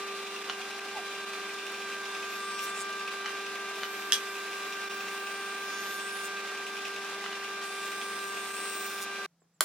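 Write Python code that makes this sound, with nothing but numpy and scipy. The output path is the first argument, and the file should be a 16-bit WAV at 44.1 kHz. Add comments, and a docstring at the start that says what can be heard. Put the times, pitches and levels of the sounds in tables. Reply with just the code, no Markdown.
"""In a workshop a jointer whines while a pine board is fed three times over its two-knife cutter head.
Turning-rate tones make the whine, shaped noise the air, and one bite per turn, ringing, the cut.
Clicks ring resonances for the board's knocks, loose iron, and a hard chip cracking off on the second pass;
the board also scuffs and squeaks on the iron table. The machine sound ends abruptly;
in a quiet room a nail gun, clicks ringing a wooden frame plus a noise tail, drives one nail."""
import sys
import numpy as np
from scipy import signal
from scipy.fft import rfft, irfft, next_fast_len
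from scipy.io import wavfile
from scipy.ndimage import uniform_filter1d

SR = 44100
rng = np.random.default_rng(int(sys.argv[2]) if len(sys.argv) > 2 else 0)


def put_to_file(sound):
    """Save the sound as 16-bit audio at rate SR, in the file named by the first command-line argument."""
    columns = np.atleast_2d(sound).T  # one column per channel
    safe = np.clip(columns, -1, 1)
    whole_steps = np.round(safe * 32767)
    wavfile.write(sys.argv[1], SR, whole_steps.astype(np.int16))


N = 425124
TIME = np.arange(N) / SR
STOP_S = 9.262  # end of the machine sound
BLOW_GAIN_DB = 22  # added to every blow level


def from_db(db):
    """Decibels to gain."""
    return 10 ** (np.asarray(db) / 20)


def rms_one(x):
    """Scale to unit power."""
    return x / np.sqrt(np.mean(x ** 2) + 1e-20)


def in_time(rows):
    """The columns of a curve table, interpolated at every sample."""
    s, *columns = np.transpose(rows)
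    return [np.interp(TIME, s, c) for c in columns]


def during(start_s, end_s):
    """1 between two moments, with soft edges."""
    inside = (TIME >= start_s) & (TIME <= end_s)
    return uniform_filter1d(1. * inside, size=300)


def hump(s, half_s):
    """A smooth swell of height 1 around a moment."""
    return np.exp(-np.minimum(((TIME - s) / half_s) ** 2, 50))


def drift(rate_hz):
    """Slow random wander of unit power: noise through two equal one-pole lowpasses."""
    step = 40  # samples per slow point
    r = np.exp(-2 * np.pi * rate_hz * step / SR)
    noise = rng.standard_normal(N // step + 2002)
    slow = signal.lfilter([1], [1, -2 * r, r * r], noise)[2000:]
    return np.interp(np.arange(N) / step, np.arange(len(slow)), rms_one(slow))


def gain_at(points, hz):
    """Gain of a spectrum table at these frequencies, linear in dB over log frequency."""
    f, db = np.transpose(points)
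    return from_db(np.interp(np.log(np.maximum(hz, 1)), np.log(f), db))


def colour(x, points):
    """Give a signal the shape of a spectrum table."""
    size = next_fast_len(N)
    gain = gain_at(points, np.fft.rfftfreq(size, 1 / SR))
    return irfft(rfft(x, size) * gain, size)[..., :N]


# Stereo width. Each row: frequency in Hz, side minus mid in dB.
STEREO_WIDTH = [(50, -18.5), (200, -53), (500, -16.5), (1200, -13.5), (2500, -8), (4500, -0.5), (9000, 4),
                (15000, 6.5)]


def stereo_noise(spectrum):
    """Noise that is alike at both ears in the bass and diffuse in the treble."""
    mid, side = colour(rng.standard_normal((2, N)), spectrum)
    return (mid + colour(side, STEREO_WIDTH) * [[1], [-1]]) / np.std(mid)


def partial(phase, hz, flutter):
    """One tone, fluttering in strength and phase, with a wandering part between the ears."""
    cos, sin = np.cos(phase), np.sin(phase)
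    mid = cos * (1 + flutter * drift(22)) + sin * flutter * drift(16)
    side = gain_at(STEREO_WIDTH, hz) * sin * drift(1.6)
    return np.sqrt(2) * (mid + side * [[1], [-1]])


def tone(hz, rough_rad):
    """A sliding, slightly rough tone of unit power."""
    return np.sqrt(2) * np.sin(2 * np.pi * np.cumsum(hz) / SR + rough_rad * drift(150))


def resonate(x, modes):
    """Parallel two-pole resonances with alternating signs."""
    out = 0
    for k, (hz, width_hz, db) in enumerate(modes):
        r = np.exp(-np.pi * width_hz / SR)
        poles = [1, -2 * r * np.cos(2 * np.pi * hz / SR), r * r]
        ringing = (1 - r * r) / 2 * signal.lfilter([1, 0, -1], poles, x + 1e-18)
        out = out + (-1) ** k * from_db(db) * ringing
    return out


def ring(x, hz, width_hz):
    """A resonance with steep sides, whose centre may move: shift to 0 Hz, lowpass, shift back."""
    spin = np.exp(2j * np.pi * np.cumsum(hz * np.ones(x.shape[-1])) / SR)
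    pole = np.exp(-2 * np.pi * width_hz / SR)
    return np.real(spin * signal.lfilter([1], [1, -2 * pole, pole * pole], x / spin))


def reflections(x, t60_s, delay_s):
    """Dense dying echoes, different at each ear, of unit gain."""
    t = TIME[:SR // 2]
    onset = np.clip((t - delay_s) * SR, 0, 1)
    echoes = rng.standard_normal((2, len(t))) * from_db(-60 * t / t60_s) * onset
    echoes /= np.sqrt(np.sum(echoes ** 2, axis=1, keepdims=True))
    return signal.fftconvolve(np.atleast_2d(x), echoes, axes=1)[:, :N]


def blows(events, modes, contact_s, crunch, room_db, t60_s, delay_s):
    """Each blow is a click with a brief crunch, duller when soft, that rings a body and then the room."""
    force = np.zeros((2, N))
    t = TIME[:SR // 50]
    for s, db, *bright_hz in events:
        mid, side = rng.standard_normal((2, len(t))) * np.exp(-t / contact_s)
        # differencing leaves mostly treble to differ between the ears
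        push = crunch * (mid + .5 * np.diff(side, prepend=0) * [[1], [-1]])
        push[:, 0] += 1
        push /= np.sqrt(np.sum(push ** 2, axis=1, keepdims=True))
        soft = np.exp(-2 * np.pi * bright_hz[0] / SR) if bright_hz else 0
        push = signal.lfilter([1 - soft], [1, -soft], push)
        start = round(s * SR)
        force[:, start:start + len(t)] += from_db(db + BLOW_GAIN_DB) * push[:, :N - start]
    direct = resonate(force, modes)
    return direct + from_db(room_db) * reflections(direct, t60_s, delay_s)


# Cutter head speed, a little slower under load. Each row: time in seconds, speed in turns per second.
HEAD_SPEED = [(0, 197.6), (2.6, 197.3), (3.5, 197.45), (4.2, 197.15), (6.7, 197.6), (8.5, 197.2),
              (9.25, 197.45)]


def head_turn():
    """Angle of the cutter head in radians, with a little phase wander."""
    turns_per_s, = in_time(HEAD_SPEED)
    return 2 * np.pi * np.cumsum(turns_per_s) / SR + 0.02 * drift(21.8)


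# The sliding board covers and uncovers the table gap, which voices the siren.
# Each row: time in seconds, levels of orders 2, 4, 6 and 8 in dB.
GAP_VOICING = [(0.0, -44.5, -68, -40.5, -50), (0.25, -44.5, -66, -47.5, -53), (0.38, -45, -60, -46.5, -55),
               (0.52, -47.5, -57.5, -50, -48), (0.95, -47, -51.5, -48.5, -45.5),
               (1.25, -46.5, -60, -46.5, -45.5), (1.6, -46.5, -60, -48, -45), (2.1, -46.5, -58, -45, -43),
               (2.6, -47.5, -67, -39.5, -43.5), (2.95, -48, -67, -41, -43),
               (3.3, -46.5, -57.5, -44.5, -43.5), (4.4, -46.5, -61, -45, -43.5),
               (5.3, -47, -53, -43.5, -42), (5.9, -48, -61.5, -44.5, -40.5), (6.5, -47, -62, -46, -42.5),
               (7.25, -47, -55.5, -46, -45), (8.1, -48, -61, -42, -43), (9.2, -48.5, -62, -45.5, -43.0)]
# Weaker orders of the head. Each row: multiple of the turning rate, level in dB before trim and waver.
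WEAK_ORDERS = [(1, -62.5), (3, -70.5), (5, -61), (7, -74), (10, -58), (12, -52), (13, -62), (14, -54.5),
               (16, -61), (18, -56), (20, -57), (22, -66.5), (24, -66), (26, -65.5), (28, -65), (30, -66.5),
               (34, -85.5)]


def siren(turn):
    """The knives chop the air at the table lips; even orders dominate, each delayed by the housing."""
    lag_rad, dispersion_rad = 2.48, 0.0519
    weak_trim_db, waver_db, waver_hz = -2.0, 1.5, 2.2

    def order(k, flutter):
        """One multiple of the turning rate."""
        phase = k * turn + lag_rad + dispersion_rad * k * k
        return partial(phase, k * HEAD_SPEED[0][1], flutter)

    loud = sum(from_db(db) * order(k, flutter=0.11) for k, db in zip((2, 4, 6, 8), in_time(GAP_VOICING)))
    weak = sum(from_db(db + waver_db * drift(waver_hz)) * order(round(k), flutter=0.35)
               for k, db in WEAK_ORDERS)
    return loud + from_db(weak_trim_db) * weak


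# The cuts. Each row: start in seconds, end in seconds, base level in dB, splinters and upper rings
# against it in dB, rise on breaking out of the trailing edge in dB (before the treble share).
CUT_PASSES = [(1.48, 2.837, -65.5, -7, 12), (3.746, 6.278, -62.5, 0, 6.5), (7.636, 9.049, -58.5, 0.5, 7)]
# Grain tearing out in fine splinters. Each row: time in seconds, length in seconds, treble rise in dB.
GRAIN_TEAR_OUTS = [(1.722, 0.0093, 20), (2.64, 0.074, 19), (5.95, 0.069, 4), (6.15, 0.14, -3),
                   (8.87, 0.022, 5)]


def cut_strength(bright=False):
    """Each pass bites in, grows toward the trailing end and breaks out; tear-outs lift mostly the treble."""
    growth_max_db, growth_s = 8, 0.4
    entry_db, entry_s = 1.5, 0.039
    exit_s, exit_lead_s = 0.017, 0.025
    tear_share, exit_share = (1, 0.94) if bright else (0.52, 1)  # of the rises in dB
    tear_db = tear_share * sum(db * hump(s, length_s / 2) for s, length_s, db in GRAIN_TEAR_OUTS)
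    out = 0
    for start, end, db, bright_db, exit_db in CUT_PASSES:
        growth_db = growth_max_db * np.exp(-np.abs(end - TIME) / growth_s)
        edges_db = entry_db * hump(start, entry_s) + exit_db * exit_share * hump(end - exit_lead_s, exit_s)
        level_db = db + bright * bright_db + growth_db + edges_db + tear_db
        out = out + during(start, end) * from_db(level_db)
    return out


def bites(turn, jitter_s, uneven_db):
    """The knife that stands proud strikes the wood once a turn, a little unevenly."""
    turns = turn / (2 * np.pi)
    chance = rng.standard_normal((int(turns[-1]), 2))
    at = np.interp(np.arange(len(chance)), turns, np.arange(N)) + jitter_s * SR * chance[:, 0]
    taps = np.clip(at.astype(int)[:, None] + np.arange(-6, 7), 0, N - 1)
    clicks = np.zeros(N)
    # a sinc places each click between samples
    clicks[taps] = np.sinc(taps - at[:, None]) * from_db(uneven_db * chance[:, 1:])
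    return clicks


def shifting_echoes(x, t60_s, shift_hz, count=5):
    """Close echoes between board, fence and table; their pattern changes as the board slides."""
    weights = np.array([drift(shift_hz) for _ in range(count)])
    weights /= np.sqrt(np.sum(weights ** 2, axis=0))
    return sum(weight * reflections(x, t60_s, 0) for weight in weights)


# A knife squeals in hard grain, gliding as the board slides on. Each row: start in seconds,
# length in seconds, first frequency in Hz, last frequency in Hz, width in Hz, level in dB.
KNIFE_SQUEALS = [(1.85, 0.36, 8800, 8700, 500, -68), (2.272, .13, 11800, 12700, 700, -57),
                 (2.38, 0.24, 8800, 7900, 600, -53.5), (2.48, 0.19, 5400, 5300, 1100, -50),
                 (2.595, 0.075, 9300, 9500, 500, -51), (2.665, 0.052, 8400, 8100, 800, -50),
                 (2.743, 0.095, 7750, 7540, 900, -48), (3.75, 0.66, 13000, 13000, 500, -61),
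                 (4.86, .48, 15300, 15050, 500, -61), (5.094, 0.47, 8700, 8400, 400, -63),
                 (5.63, 0.2, 5040, 6450, 1100, -51), (5.78, .21, 13100, 12900, 500, -53),
                 (5.92, 0.077, 9900, 9700, 500, -52), (5.985, 0.12, 8150, 8240, 900, -52),
                 (6.08, 0.14, 10200, 10400, 900, -49.5), (6.232, .042, 7600, 7140, 1100, -57),
                 (7.66, 0.19, 8100, 8040, 500, -65), (7.885, 0.45, 8900, 8700, 448, -54),
                 (8.36, 0.53, 8530, 8550, 446, -47), (8.5, .4, 15300, 15500, 500, -52)]


def squeals(force, edge=0.42, lean=1.3):
    """One ring of the knife builds up out of the cut, holds evenly while it glides, and fades more quickly."""
    out = np.zeros((2, N))
    for start, length_s, first_hz, last_hz, width_hz, db in KNIFE_SQUEALS:
        span = (TIME > start) & (TIME < start + length_s)
        along = (TIME[span] - start) / length_s
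        arch = np.abs(np.sin(np.pi * along ** lean)) ** edge
        ringing = ring(force[:, span], first_hz + (last_hz - first_hz) * along, width_hz)
        power = uniform_filter1d(np.mean(ringing ** 2, axis=0), size=1340)
        out[:, span] += from_db(db) * arch * ringing / np.sqrt(np.abs(power) + 1e-20)
    return out


# Board rasp. Each row: frequency in Hz, relative density in dB per Hz.
RASP_SPECTRUM = [(1200, -16.5), (2400, -5.5), (3800, 9), (5300, 10), (7000, 14), (9000, -17.5),
                 (12000, -18)]
# Fine splinters parting. Each row: frequency in Hz, relative density in dB per Hz.
SPLINTER_SPECTRUM = [(6000, -24), (8500, -1), (10000, -0.5), (11600, 0.5), (13000, -4), (14500, -2.5),
                     (16000, -9.5)]
# Rings all through a cut. Each row: frequency in Hz, width in Hz, level against the cut in dB.
STEADY_RINGS = [(8500, 1100, 0.5), (12900, 650, -6.5), (15200, 700, -11)]


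def cutting(turn, rasp_db=2, splinter_db=0):
    """Every bite is a snap and a short tearing noise that ring board and knife; grain shifts the balance."""
    grain_db, grain_hz = 1.2, 4
    tear_s = 0.0006
    swell_db, swell_half_s, swell_lead_s = 4, 0.19, 0.46  # the rasp swells before each pass ends
    clicks = bites(turn, jitter_s=3e-6, uneven_db=1.2)
    tear_shape = signal.lfilter([1], [1, -np.exp(-1 / (tear_s * SR))], clicks)
    tearing = tear_shape * rng.standard_normal((2, N))
    force = 0.7 * clicks + shifting_echoes(clicks, t60_s=0.0045, shift_hz=2.0) + 0.075 * tearing
    force = force + 0.2 * reflections(force, t60_s=0.23, delay_s=0.001)
    parts = [(colour(force, RASP_SPECTRUM), rasp_db), (colour(force, SPLINTER_SPECTRUM), splinter_db)]
    parts += [(ring(force, hz, width_hz), db) for hz, width_hz, db in STEADY_RINGS]
    swayed = [from_db(db + grain_db * drift(grain_hz)) * rms_one(part) for part, db in parts]
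    rasp, splinters, main_ring, *upper_rings = swayed
    swell = from_db(swell_db * sum(hump(end - swell_lead_s, swell_half_s) for _, end, *_ in CUT_PASSES))
    body = cut_strength() * (swell * rasp + main_ring)
    treble = cut_strength(bright=True) * (splinters + sum(upper_rings))
    return body + treble + squeals(force)


# Air churned by the head. Each row: frequency in Hz, relative density in dB per Hz.
WINDAGE_SPECTRUM = [(30, -47), (100, -20.5), (170, -17), (300, -4.5), (560, -5), (750, 0), (900, -5.5),
                    (1150, 0.5), (1950, -1), (2550, -2), (4300, -7.5), (8300, -16.5), (9700, -18),
                    (11300, -22.5), (16000, -29.5)]


def windage(turn, level_db=-43.5, puff=0.061, flicker_db=1.1):
    """Turbulence puffs with every knife, twice a turn, and flickers."""
    swell = from_db(level_db + flicker_db * drift(42))
    return stereo_noise(WINDAGE_SPECTRUM) * swell * (1 + puff * np.cos(2 * turn))


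# Motor, belt and frame tones. Each row: frequency in Hz, level in dB before trim.
DRIVE_TONES = [(51, -86), (220.5, -63), (312.2, -65.5), (418, -64), (441.1, -61), (511, -65.5), (750, -60),
               (828, -66), (1095, -60.5)]


def drive(trim_db=-1):
    """Motor, belt and frame hum unevenly at fixed pitches."""
    return sum(from_db(db + trim_db) * partial(2 * np.pi * hz * TIME, hz, flutter=0.073)
               for hz, db in DRIVE_TONES)


# Hardest clinks of loose iron. Each row: time in seconds, level in dB before the blow gain.
HARD_CLINKS = [(1.3332, -35.5), (1.6665, -31), (1.82, -33), (1.9243, -33), (2.055, -33), (2.5922, -28),
               (2.927, -34), (3.0768, -33), (3.4645, -33.5), (3.949, -34), (4.27, -34.5), (4.5299, -33),
               (4.7244, -30.5), (6.3696, -35), (6.575, -36), (6.667, -31), (6.768, -30.5), (6.8528, -30),
               (6.962, -31), (7.047, -34), (7.4458, -33), (7.6262, -33), (7.7665, -37), (7.9185, -33),
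               (8.014, -29.5), (8.9798, -32)]


def flaps(flaps_per_s=11):
    """Times of the soft belt flaps, spread evenly between the flaps that make the iron clink hard."""
    marks = [0] + [s for s, _ in HARD_CLINKS] + [STOP_S]
    runs = []
    for a, b in zip(marks, marks[1:]):
        steps = max(round((b - a) * flaps_per_s), 1)
        runs.append(np.linspace(a, b, steps + 1)[1:-1])
    return np.concatenate(runs)


# Buzz of the settling iron. Each row: frequency in Hz, width in Hz, relative level in dB.
BUZZ_MODES = [(2600, 550, 5), (3700, 900, 3), (5530, 390, 5), (7000, 2300, -8.5)]


def buzz(hits, touches_per_s=1500):
    """A dense run of tiny touches swells around each clink and dies away."""
    level_db, rise_s, fall_s = -14.5, 0.007, 0.018
    t = TIME[:SR // 8] - TIME[SR // 40]
    shape = np.exp(np.minimum(t / rise_s, -t / fall_s))
    swell = np.zeros(N + SR)
    for s, db in hits:
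        start = max(round((s + t[0]) * SR), 0)
        swell[start:start + len(t)] += from_db(db + level_db) * shape
    touches = (rng.random(N) < touches_per_s / SR) * rng.standard_normal(N)
    echoed = touches + reflections(touches, t60_s=0.038, delay_s=0.0005)
    return swell[:N] * rms_one(resonate(echoed, BUZZ_MODES))


# Iron resonances. Each row: frequency in Hz, width in Hz, relative level in dB.
IRON_MODES = [(2150, 400, 3), (2580, 200, 14), (3450, 400, 2), (5800, 2500, -7)]


def rattle(taps_per_s=130, uneven_db=7.5, fine_db=-55):
    """Loose iron chatters: each belt flap sets off a clink and a short buzz, over a fine steady rattle."""
    soft_db, spread_db, late_s = -37, 4.0, 0.008
    tapped = rng.random(N) < taps_per_s * from_db(2 * drift(8)) / SR
    taps = tapped * from_db(uneven_db * np.clip(rng.standard_normal(N), -2, 1.5))
    fine = resonate(taps, IRON_MODES)
    times = flaps()
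    chance = rng.uniform(-1, 1, (len(times), 2))
    hits = [(s, db) for s, db in HARD_CLINKS]
    hits += [(s + late_s * late, soft_db + spread_db * strong) for s, (late, strong) in zip(times, chance)]
    clinks = blows(hits, IRON_MODES, contact_s=0.0028, crunch=0.18, room_db=1, t60_s=0.18, delay_s=0.0037)
    buzzing = buzz(hits)
    fine = fine + 0.5 * reflections(fine, t60_s=0.25, delay_s=0.0068)
    return clinks + buzzing + from_db(fine_db) * rms_one(fine)


# Brief dips in level. Each row: time in seconds, change in dB.
LEVEL_DIPS = [(0.434, -7), (0.802, -5), (1.256, -5), (4.891, -9), (8.529, -5)]


def dips(half_s=0.0052):
    """The level drops for a few milliseconds now and then."""
    return from_db(sum(db * hump(s, half_s) for s, db in LEVEL_DIPS))


# Board on table and fence. Each row: time in seconds, level in dB before the blow gain, brightness in Hz.
BOARD_KNOCKS = [(0.4974, -17.5, 12000), (3.2595, -19, 7000), (3.8335, -16, 6000), (7.2412, -24, 4000),
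                (7.2620, -20, 3000)]
# Board resonances. Each row: frequency in Hz, width in Hz, relative level in dB.
BOARD_MODES = [(650, 300, -8), (1350, 260, 2), (2020, 220, 0), (3000, 110, 6), (4200, 1200, -8),
               (6200, 1500, -14)]


def knocks():
    """The board strikes table and fence and rings."""
    return blows(BOARD_KNOCKS, BOARD_MODES, contact_s=.0016, crunch=.18, room_db=-5, t60_s=.14, delay_s=.003)


# Board scuffing along the fence. Each row: time in seconds, length in seconds, level in dB.
FENCE_SCUFFS = [(0.496, 0.02, -34), (3.27, 0.055, -40.5), (3.838, 0.055, -43.5), (7.25, 0.026, -45),
                (7.327, 0.022, -40)]


def scuffs(slips_per_s=900, room_db=-4):
    """Dense tiny slips ring the board."""
    slips = (rng.random(N) < slips_per_s / SR) * rng.standard_normal(N)
    swell = sum(from_db(db) * hump(s, length_s / 2) for s, length_s, db in FENCE_SCUFFS)
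    rubbed = rms_one(resonate(slips, BOARD_MODES)) * swell
    return rubbed + from_db(room_db) * reflections(rubbed, t60_s=0.17, delay_s=0.0024)


# Board skidding on the table. Each row: time in seconds, frequency in Hz, level in dB.
SKID = [(.935, 895, -65), (.953, 868, -46), (.972, 838, -37), (0.986, 744, -42), (1.005, 716, -43)]


def squeak():
    """The board skids on the table, a rough tone falling in pitch."""
    hz, db = in_time(SKID)
    return during(SKID[0][0], SKID[-1][0]) * from_db(db) * tone(hz, rough_rad=0.56)


def from_right(x, pan_db, lag_s):
    """A source to the right reaches the left ear weaker and later."""
    left = np.interp(TIME - lag_s, TIME, x[0])
    return np.array([left, x[1]]) * from_db([[-pan_db], [pan_db]])


# Hard chip cracking off and rebounding.
# Each row: time in seconds, level in dB before the blow gain, brightness in Hz.
CHIP_CRACKS = [(4.1221, -8.5, 15900), (4.1293, -19, 16000), (4.1352, -25, 6000), (4.1422, -22, 12000),
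               (4.1500, -26, 5000), (4.1665, -25, 4000)]
# Chip resonances. Each row: frequency in Hz, width in Hz, relative level in dB.
CHIP_MODES = [(1690, 220, -1.5), (2080, 200, -7), (2750, 340, -4), (3290, 210, 9), (3980, 308, 1.5),
              (4610, 200, 1), (5200, 400, 2), (6100, 400, 5), (7540, 350, -2.5), (8400, 500, -2.5),
              (9500, 540, -5), (11300, 350, -5), (14000, 2000, -16)]


def chip():
    """A hard chip cracks off to the right and rebounds, ringing."""
    cracks = blows(CHIP_CRACKS, CHIP_MODES, contact_s=0.0011, crunch=0.09, room_db=-2.5,
                   t60_s=0.13, delay_s=0.0065)
    return from_right(cracks, pan_db=0.8, lag_s=4.5e-5)


# Driver, nail going home and recoil.
# Each row: time in seconds, level in dB before the blow gain and pan, brightness in Hz.
NAIL_BLOWS = [(9.6072, -17, 6100), (9.60812, -13, 15800), (9.6132, -29, 16000)]
# Frame resonances. 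Each row: frequency in Hz, width in Hz, relative level in dB.
FRAME_MODES = [(366, 43, 1), (592, 80, 8), (1080, 190, 3.5), (1550, 190, 11), (2170, 180, -13),
               (3020, 230, 0), (4400, 410, 1), (5160, 240, 2), (7350, 260, 7), (8550, 250, -4),
               (9740, 260, 7.5), (10860, 300, -1), (12900, 700, 0), (15400, 400, -11)]


def nail_gun(blast_db=-9, blast_t60_s=0.24, blast_low_hz=260, blast_top_hz=6000):
    """The nail rings the frame, and the gun's crack fills the room, dulled by the walls."""
    frame = blows(NAIL_BLOWS, FRAME_MODES, contact_s=0.00061, crunch=0.036, room_db=-5.5,
                  t60_s=0.31, delay_s=0.0023)
    nail_s, nail_db, _ = NAIL_BLOWS[1]
    impulse = 1. * (np.arange(N) == round(nail_s * SR))
    crack = reflections(impulse, blast_t60_s, delay_s=0.00089)
    crack = signal.sosfilt(signal.butter(2, blast_low_hz, "high", fs=SR, output="sos"), crack)
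    crack = signal.sosfilt(signal.butter(1, blast_top_hz, fs=SR, output="sos"), crack)
    return (frame + from_db(nail_db + BLOW_GAIN_DB + blast_db) * crack) * from_db([[-.9], [.9]])


# Frame nudged on the bench. Each row: time in seconds, level in dB before the blow gain, brightness in Hz.
FRAME_NUDGES = [(9.4186, -47.5, 2990)]
# Bench resonances. Each row: frequency in Hz, width in Hz, relative level in dB.
BENCH_MODES = [(403, 45, 9), (713, 66, -2), (1050, 60, 0), (1510, 160, -0.5), (1780, 140, -2)]


def nudge():
    """The frame is nudged and rings the bench."""
    return blows(FRAME_NUDGES, BENCH_MODES, contact_s=.003, crunch=0.086, room_db=-3,
                 t60_s=0.22, delay_s=0.0029)


# Faint high chirps. Each row: time in seconds, top frequency in Hz, level in dB.
HIGH_CHIRPS = [(9.409, 8000, -75), (9.428, 7450, -76), (9.547, 7850, -74), (9.567, 7370, -76)]


def chirps(half_s=0.0077, sag_hz=400):
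    """Each chirp arches in pitch and level together."""
    out = 0
    for s, top_hz, db in HIGH_CHIRPS:
        arch = hump(s, half_s)
        out = out + from_db(db) * arch * tone(top_hz - sag_hz * (1 - arch), rough_rad=.8)
    return out


# Quiet room. Each row: frequency in Hz, relative density in dB per Hz.
ROOM_SPECTRUM = [(24, -38), (40, -30), (100, -25), (140, -16), (190, -12), (250, -18), (420, -19),
                 (630, -21), (1500, -25), (3000, -31), (6000, -31), (8500, -37), (15000, -42)]


def quiet_room(rumble_db=-77.5, hum_hz=169, hum_db=-74.5):
    """A faint rumble of shaped noise with a low hum."""
    rumble = from_db(rumble_db) * stereo_noise(ROOM_SPECTRUM)
    return rumble + from_db(hum_db) * partial(2 * np.pi * hum_hz * TIME, hum_hz, flutter=0.3)


def scene():
    """The running jointer, then the quiet assembly bench."""
    turn = head_turn()
    machine = siren(turn) + drive() + windage(turn) + cutting(turn)
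    board = knocks() + scuffs() + squeak()
    jointer = (machine + rattle()) * dips() + board + chip()
    bench = nail_gun() + nudge() + chirps() + quiet_room()
    running = np.clip((STOP_S - TIME) / .004 + .5, 0, 1)  # 4 ms crossfade
    return (running * jointer + (1 - running) * bench) * from_db([[-.2], [.2]])


def record(dry):
    """The top is cut steeply by an elliptic lowpass at 15850 Hz."""
    return signal.sosfilt(signal.ellip(12, .1, 80, 15850, fs=SR, output="sos"), dry)


dry = scene()
out = record(dry)
put_to_file(out)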